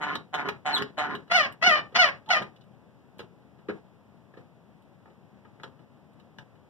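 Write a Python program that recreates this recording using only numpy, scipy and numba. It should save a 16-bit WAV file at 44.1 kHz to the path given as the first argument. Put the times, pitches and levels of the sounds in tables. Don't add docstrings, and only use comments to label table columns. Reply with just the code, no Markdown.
import sys
import numpy as np
from scipy import signal
from scipy.fft import rfft, irfft
from scipy.io import wavfile
from scipy.ndimage import uniform_filter1d, minimum_filter1d
from numba import njit

SR = 44100
rng = np.random.default_rng(int(sys.argv[2]) if len(sys.argv) > 2 else 0)


def put_to_file(sound):
    columns = np.atleast_2d(sound).T
    safe = np.clip(columns, -1, 1)
    whole_steps = np.round(safe * 32767)
    wavfile.write(sys.argv[1], SR, whole_steps.astype(np.int16))


def invert_db(x):
    u = np.asarray(x, float) / 20
    return 10 ** u


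N = 295188
EDGE_DB, SILENT_DB = -21.5, -51.5


def rms_one(x):
    return x / np.sqrt(np.mean(x ** 2) + 1e-20)


def evened(x, over_s):
    return x / np.sqrt(uniform_filter1d(x * x, round(over_s * SR)) + 1e-12)


def between(x, low_hz, high_hz):
    band_hz = [low_hz, min(high_hz, .45 * SR)]
    return signal.sosfilt(signal.butter(2, band_hz, "band", fs=SR, output="sos"), x)


def delayed(x, lag_s):
    hz = np.fft.rfftfreq(N, 1 / SR)
    return irfft(rfft(x) * np.exp(-2j * np.pi * hz * lag_s), N)


def at_hz(points, hz):
    points_hz, values = np.transpose(points)
    return np.interp(np.log(hz + 1), np.log(points_hz), values)


def drift(rate_hz):
    r = np.exp(-2 * np.pi * rate_hz / SR)
    noise = rng.standard_normal(N + 9000)
    return rms_one(signal.lfilter([1], [1, -2 * r, r * r], noise)[9000:])


def in_time(strokes):
    t = np.arange(N) / SR
    s, *columns = np.concatenate(strokes).T
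    gate = sum((t >= rows[0][0]) & (t <= rows[-1][0]) for rows in strokes)
    return [uniform_filter1d(gate * 1., size=200)] + [np.interp(t, s, c) for c in columns]


def body(x, modes):
    out = 0
    for k, (hz, width_hz, db) in enumerate(modes):
        r = np.exp(-np.pi * width_hz / SR)
        a = [1, -2 * r * np.cos(2 * np.pi * hz / SR), r * r]
        ring = signal.lfilter([(1 - r * r) / 2, 0, (r * r - 1) / 2], a, x + 1e-18)
        out = out + (-1) ** k * invert_db(db) * ring
    return out


@njit
def moving_ring(x, hz, r, turn):
    y = np.zeros(len(x))
    for i in range(2, len(x)):
        push = (1 - r * r) / 2 * (x[i] - x[i - 2])
        y[i] = push + 2 * r * np.cos(turn * hz[i]) * y[i - 1] - r * r * y[i - 2]
    return y


def slips(rate_hz, rough, jitter, uneven_db, grit):
    rough = np.clip(rough, 0, 1)
    turns = np.cumsum(rate_hz * (1 + jitter * rough * drift(60)) / SR)
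    at = np.flatnonzero(np.diff(np.floor(turns)) > 0)
    late = np.clip((turns[at + 1] % 1) * SR / rate_hz[at], 0, 1)
    size = invert_db(uneven_db * rough * drift(90))[at] * np.sqrt(SR / rate_hz[at])
    pulses = np.zeros(N)
    pulses[at] = size * late
    pulses[at + 1] += size * (1 - late)
    scrape = rng.standard_normal(N) * np.exp(-2.2 * (turns % 1))
    return pulses * (1 - rough) + grit * rough * scrape


# time in seconds, depth in dB.
CATCHES = [
    (0.014, 9),
    (.062, 5),
    (0.368, 9),
    (0.437, 12.5),
    (1.082, 7),
    (1.428, 4),
    (1.981, 3.5),
    (2.064, 3),
    (2.399, 7),
]


def catches_db():
    t, catch_s = np.arange(N) / SR, 0.013
    return sum(-depth_db * np.exp(-((t - s) / catch_s) ** 2) for s, depth_db in CATCHES)


def groan_stroke(s, length, db, first_hz, thud_db):
    attack_s, release_s, sag_db_per_s = 0.015, .03, 74.5
    hum_db, thud_from = -53, 0.4
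    ages = [0, min(attack_s, .5 * length), thud_from * length, length, length + release_s]
    levels = [db + EDGE_DB, db, db - sag_db_per_s * ages[2], db - sag_db_per_s * length, db + SILENT_DB - 14]
    table = [hum_db - 10.5, hum_db, hum_db, thud_db, thud_db - 21.5]
    return [(s + a, a, level, first_hz, low) for a, level, low in zip(ages, levels, table)]


# start in seconds, length in seconds, level in dB,
# first pitch of the ringing part in Hz, closing thud of the table in dB.
GROANS = [
    (0, 0.16, -22, 880, -46),
    (0.327, 0.16, -21.5, 770, -42.5),
    (0.648, .175, -21, 739, -41.5),
    (0.969, .18, -21.5, 658, -45),
]
# centre in Hz, width in Hz, level in dB.
GROAN_BODY = [(760, 162, 4), (1456, 160, 5), (1699, 83, 8), (2114, 482, 0), (3040, 125, -4),
              (3900, 340, -12), (5890, 700, -23.5), (8340, 9000, -45), (13370, 2400, -37.5)]
TABLE_BODY = [(149, 118, -7.5), (259, 58, 1), (405, 39, 2)]


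def groans():
    gate, age, level_db, first_hz, table_db = in_time([groan_stroke(*row) for row in GROANS])
    level_db = level_db + catches_db()
    rate_hz, slowing_hz_per_s, rough, roughening_per_s = 150, 40, .17, .9
    pulses = slips(rate_hz - slowing_hz_per_s * age, rough + roughening_per_s * age,
                   jitter=0.11, uneven_db=2, grit=5.5)

    top_hz, climb_s, ring_db, fade_db_per_s = 1208, 0.15, 15.5, 39
    ring_hz = top_hz - (top_hz - first_hz) * np.exp(-(age / climb_s) ** 1.8)
    ring = moving_ring(pulses, ring_hz, np.exp(-np.pi * 80 / SR), 2 * np.pi / SR)
    upper = body(pulses, GROAN_BODY) + invert_db(ring_db - fade_db_per_s * age) * ring
    upper = evened(between(upper, 400, 11000), over_s=0.046)

    bright_db_per_db, breakaway_db, breakaway_s = 0.72, 5.5, .035
    bright_db = bright_db_per_db * (level_db + 27.5) + breakaway_db * np.exp(-age / breakaway_s)
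    upper = upper + between(upper, 2100, 18000) * (invert_db(bright_db) - 1)
    table = evened(between(body(pulses, TABLE_BODY), 103, 650), over_s=0.12)
    return gate * invert_db(level_db) * upper, gate * invert_db(table_db) * table


# frequency in Hz, level in dB per Hz.
AIR = [(35, -36), (60, -14), (120, 0.2), (220, 1), (400, -4), (800, -14), (1400, -23), (2200, -25),
       (3200, -31), (4500, -38), (6500, -43), (9000, -50), (15000, -56)]
# frequency in Hz, likeness of the ports from 0 to 1.
AIR_LIKENESS = [(60, 0.042), (250, 0.99), (800, 0.82), (2000, 0.033), (8000, .02)]
# frequency in Hz, left minus right in dB.
AIR_BALANCE = [(60, 6), (110, 8), (200, 7), (380, 3), (900, 1), (8000, 2)]


def air():
    hz = np.fft.rfftfreq(N, 1 / SR)
    mid, side = rfft(rng.standard_normal((2, N))) * invert_db(at_hz(AIR, hz))
    alike = np.clip(at_hz(AIR_LIKENESS, hz), 0, 1)
    ports = np.sqrt(1 + alike) * mid + np.sqrt(1 - alike) * side * [[1], [-1]]
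    ports = irfft(ports * invert_db(at_hz(AIR_BALANCE, hz) * [[.5], [-.5]]), N)
    air_db = -48
    return invert_db(air_db + 0.28 * drift(9)) * rms_one(ports)


def room(x):
    t60_s, top_t60_s, tail_db = .25, .13, -7
    early_s, early_db = 0.006, -1.5
    t = np.arange(round(.45 * SR)) / SR
    noise = rng.standard_normal((2, len(t)))
    bass = signal.sosfilt(signal.butter(1, 600, fs=SR, output="sos"), noise)
    noise = noise - bass + .75 * bass[0] + .25 * bass
    low = signal.sosfilt(signal.butter(1, 2500, fs=SR, output="sos"), noise)
    tail = low * invert_db(-60 * t / t60_s) + (noise - low) * invert_db(-60 * t / top_t60_s)
    tail *= np.clip(t / 0.0031 - .5, 0, 1)
    early = between(noise * np.exp(-t / early_s), 1300, 18000)
    echoes = 0
    for part, db in [(tail, tail_db), (early, early_db)]:
        echoes = echoes + invert_db(db) * part / np.sqrt(np.sum(part ** 2) / 2)
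    return signal.fftconvolve(x[None], echoes, axes=1)[:, :N]


# time in seconds, strength in dB, weight into the table in dB, sharpness in dB.
BACKLASH = [(.153, -26, -30, -14.5), (.344, -40.5, -10.5, -8), (.486, -19, -24.5, -22),
            (.775, -33.5, -15.5, -6.5), (.821, -22.5, -33, -17.5), (1.15, -29, -25, -18.5),
            (1.276, -50, -11, -17), (1.92, -50, -3, -22), (2.26, -47.5, -21, -14.5),
            (2.288, -57.5, -18.5, 7), (2.42, -25.5, -20.5, -26.5)]
KNOCKS = [(2.561, -55.5, -16, -7.5), (2.609, -57.5, -13, -8.5), (3.19, -36, -13, -18),
          (3.2, -40, -9, -19.5), (3.42, -61, -9, -16.5), (3.585, -50.5, -6.5, -25),
          (3.684, -33.5, -0.5, -27), (3.694, -32, -5, -33), (4.335, -45, -11.5, -31),
          (4.369, -44.5, -4.5, -25), (5.055, -42, -21.5, -36), (5.074, -49, -12.5, -34),
          (5.1, -52.5, -5.5, -25), (5.448, -43, -19.5, -30), (5.597, -39, -19.5, -33),
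          (5.633, -31, -28, -22.5), (5.638, -35, -18.5, -27.5), (5.79, -50, -17, -22.5),
          (6.197, -51.5, -20, -12), (6.384, -34, -27.5, -20.5), (6.552, -51, -14.5, -23)]
# time in seconds, strength in dB.
TICKS = [
    (1.523, -61),
    (2.638, -75),
    (3.183, -64.5),
    (4.821, -73),
    (6.132, -79.5),
]
# centre in Hz, width in Hz, level in dB.
KNOCK_LOW = [(205, 33, 2.3), (371, 96, 13.2), (471.6, 120, 13), (667, 143, 2.1)]
KNOCK_MIDDLE = [(883, 61, -3.5), (1280, 67, -6), (1700, 210, -10), (2460, 300, -18)]
KNOCK_HIGH = [(2893, 240, 0.5), (3900, 310, -1), (5600, 1900, -14)]
KNOCK_TOP = [(8700, 600, 0.5), (11840, 1700, -5.5), (14000, 2500, -4)]


def knocks():
    tick_weight_db, tick_sharp_db, tick_top_db = -31, 1, 16
    ticks = [(*tick, tick_weight_db, tick_sharp_db) for tick in TICKS]
    s, db, weight_db, sharp_db = np.transpose([*BACKLASH, *KNOCKS, *ticks])
    top_db = sharp_db - 15 + tick_top_db * np.isin(s, np.transpose(TICKS)[0])

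    rattle_s = np.clip(.0066 + .00017 * weight_db, .0008, .03)
    age = np.arange(4000) / SR / rattle_s[:, None]
    rattles = rng.standard_normal((len(s), 4, 4000)) * (np.sqrt(age) * np.exp(-age))[:, None]
    rattles[:, 1] += .7 * np.exp(-((age - .5) / .12) ** 2)

    parts = [(KNOCK_MIDDLE, 0), (KNOCK_LOW, weight_db + 20.5),
             (KNOCK_HIGH, sharp_db + 16.0), (KNOCK_TOP, top_db + 11.0)]
    knock_db = 4
    out = np.zeros(N + 4000)
    for k, (modes, share_db) in enumerate(parts):
        rings = between(body(rattles[:, k], modes), 0.67 * modes[0][0], 1.0 * modes[-1][0])
        rings *= (invert_db(db + share_db + knock_db) / np.abs(rings).max(axis=1))[:, None]
        for at, ring in zip(np.round(s * SR).astype(int), rings):
            out[at:at + 4000] += ring
    return out[:N]


# time in seconds, pitch in Hz, level in dB.
WHISTLE = [
    (.722, 4230, -52),
    (.73, 4280, -24),
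    (.742, 4084, -17),
    (.755, 3900, -21),
    (.763, 3540, -30.5),
    (.772, 3260, -21.5),
    (.783, 3480, -45.5),
    (.79, 3250, -62.5),
]
SING_UP = [
    (2.274, 890, -46),
    (2.296, 875, -20.5),
    (2.302, 860, -22),
    (2.308, 840, -50),
]


def whistle():
    gate, hz, level_db = in_time([WHISTLE, SING_UP])
    angle = 2 * np.pi * np.cumsum(hz * (1 + .006 * drift(120))) / SR
    tone = np.sin(angle) + invert_db(-26) * np.sin(2 * angle) + invert_db(-32) * np.sin(3 * angle)
    return gate * invert_db(level_db + 2.5 * drift(150)) * tone


def squeak_stroke(s, length, db, fastest_s, last_hz):
    attack_s, release_s, bite_db, sag_db = .013, 0.028, -3, -11
    first_hz, fastest_hz, settled_hz, settle_s = 675.5, 747, 613, .048
    rough_first, rough_settled, rough_last, rough_worst = .55, .14, .55, 0.34
    clearing_per_s, clears_s = 9, .016
    clean = np.clip(rough_first - clearing_per_s * (fastest_s - s), 0, rough_worst)
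    bitten = s + attack_s
    end = s + length
    rows = [(s, db + EDGE_DB, first_hz, rough_first),
            (bitten, db + bite_db, first_hz, rough_first),
            (max(fastest_s - clears_s, bitten + .001), db - 4.5, fastest_hz - 25, rough_first - .15),
            (max(fastest_s, bitten + .002), db, fastest_hz, clean),
            (fastest_s + settle_s, db - 1.5, settled_hz, clean + rough_settled),
            (end, db + sag_db, last_hz, rough_last),
            (end + release_s, db + SILENT_DB, last_hz, rough_last)]
    return [(at, at - s, *rest) for at, *rest in rows]


# start in seconds, length in seconds, level in dB,
# moment of fastest slipping in seconds, last rate in slips per second.
SQUEAKS = [
    (1.3, .162, -16, 1.355, 535),
    (1.614, .18, -15, 1.667, 595),
    (1.945, .146, -14, 1.998, 540),
    (2.291, 0.1146, -18, 2.305, 610),
]
# centre in Hz, width in Hz, level in dB.
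SQUEAK_BODY = [(670, 310, 6.5), (1120, 450, 7.5), (1477, 463, 6.5), (1936, 170, 11.5), (2266, 293, 5.5),
               (2950, 550, -0.5), (3660, 179, -5.5), (4070, 1090, -10), (5850, 1135, -15.5),
               (7870, 1300, -79.5), (9900, 4900, -38), (14000, 1250, -40)]
TOP_EDGES_HZ = [3900, 6600, 8800, 12200, 18000]


def squeaks():
    gate, age, level_db, rate_hz, rough = in_time([squeak_stroke(*row) for row in SQUEAKS])
    level_db = level_db + catches_db()
    rate_hz = rate_hz * (1 + .009 * drift(450))
    pulses = slips(rate_hz, np.maximum(rough, .2), jitter=0.033, uneven_db=10.0, grit=1.5)
    upper = evened(between(body(pulses, SQUEAK_BODY), 320, 18000), over_s=0.028)

    top = 0
    for k, (low_hz, high_hz) in enumerate(zip(TOP_EDGES_HZ, TOP_EDGES_HZ[1:])):
        top = top + between(upper, low_hz, high_hz) * invert_db(3.1 * drift(14)) * (-1) ** (k + 1)
    dulling_db_per_s = 52.5
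    top_db = 0.44 * (level_db + 27) - dulling_db_per_s * age + 1.0 * drift(25)
    upper = between(upper, 220, 3400) + top * invert_db(top_db)

    table_db = -45.5
    table = rms_one(between(rng.standard_normal(N), 160, 585))
    return gate * invert_db(level_db) * upper, gate * invert_db(table_db + 3.4 * drift(30)) * table


def scene():
    groan, groan_table = groans()
    squeak, squeak_table = squeaks()
    mill = invert_db(-7) * (groan + squeak + whistle() + knocks())
    table = invert_db(10.5) * groan_table + invert_db(1.5) * squeak_table
    port_lag_s = .00009
    direct = np.array([delayed(mill, port_lag_s), mill]) + table * invert_db(np.array([[-2.5], [1.5]]))
    return direct + room(mill + table) + air()


def low_pass(x):
    return signal.sosfilt(signal.butter(12, 15980, fs=SR, output="sos"), x)


def record(dry):
    widen_lag_s, widen_share = .000452, .76
    across_band = signal.butter(1, [330, 9000], "band", fs=SR, output="sos")
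    wide = dry - widen_share * signal.sosfilt(across_band, delayed(dry[::-1], widen_lag_s))

    open_db, span_db, hold_s, depth_db = -39, 11, .04, 7
    power = np.mean(between(wide, 234, 8000) ** 2, axis=0)
    level_db = 10 * np.log10(uniform_filter1d(power, size=300) + 1e-12)
    shut = np.clip((open_db - level_db) / span_db, 0, 1)
    hold = round(hold_s * SR)
    shut = minimum_filter1d(shut, hold, origin=(hold - 1) // 2)
    shut = uniform_filter1d(shut, size=250)

    hiss_db = -84
    wide = wide * invert_db(-depth_db * shut) + invert_db(hiss_db) * rng.standard_normal(dry.shape)
    wide = signal.sosfilt(signal.cheby2(10, 50, 16500, fs=SR, output="sos"), wide)
    return low_pass(wide)


dry = scene()
out = record(dry)
put_to_file(out)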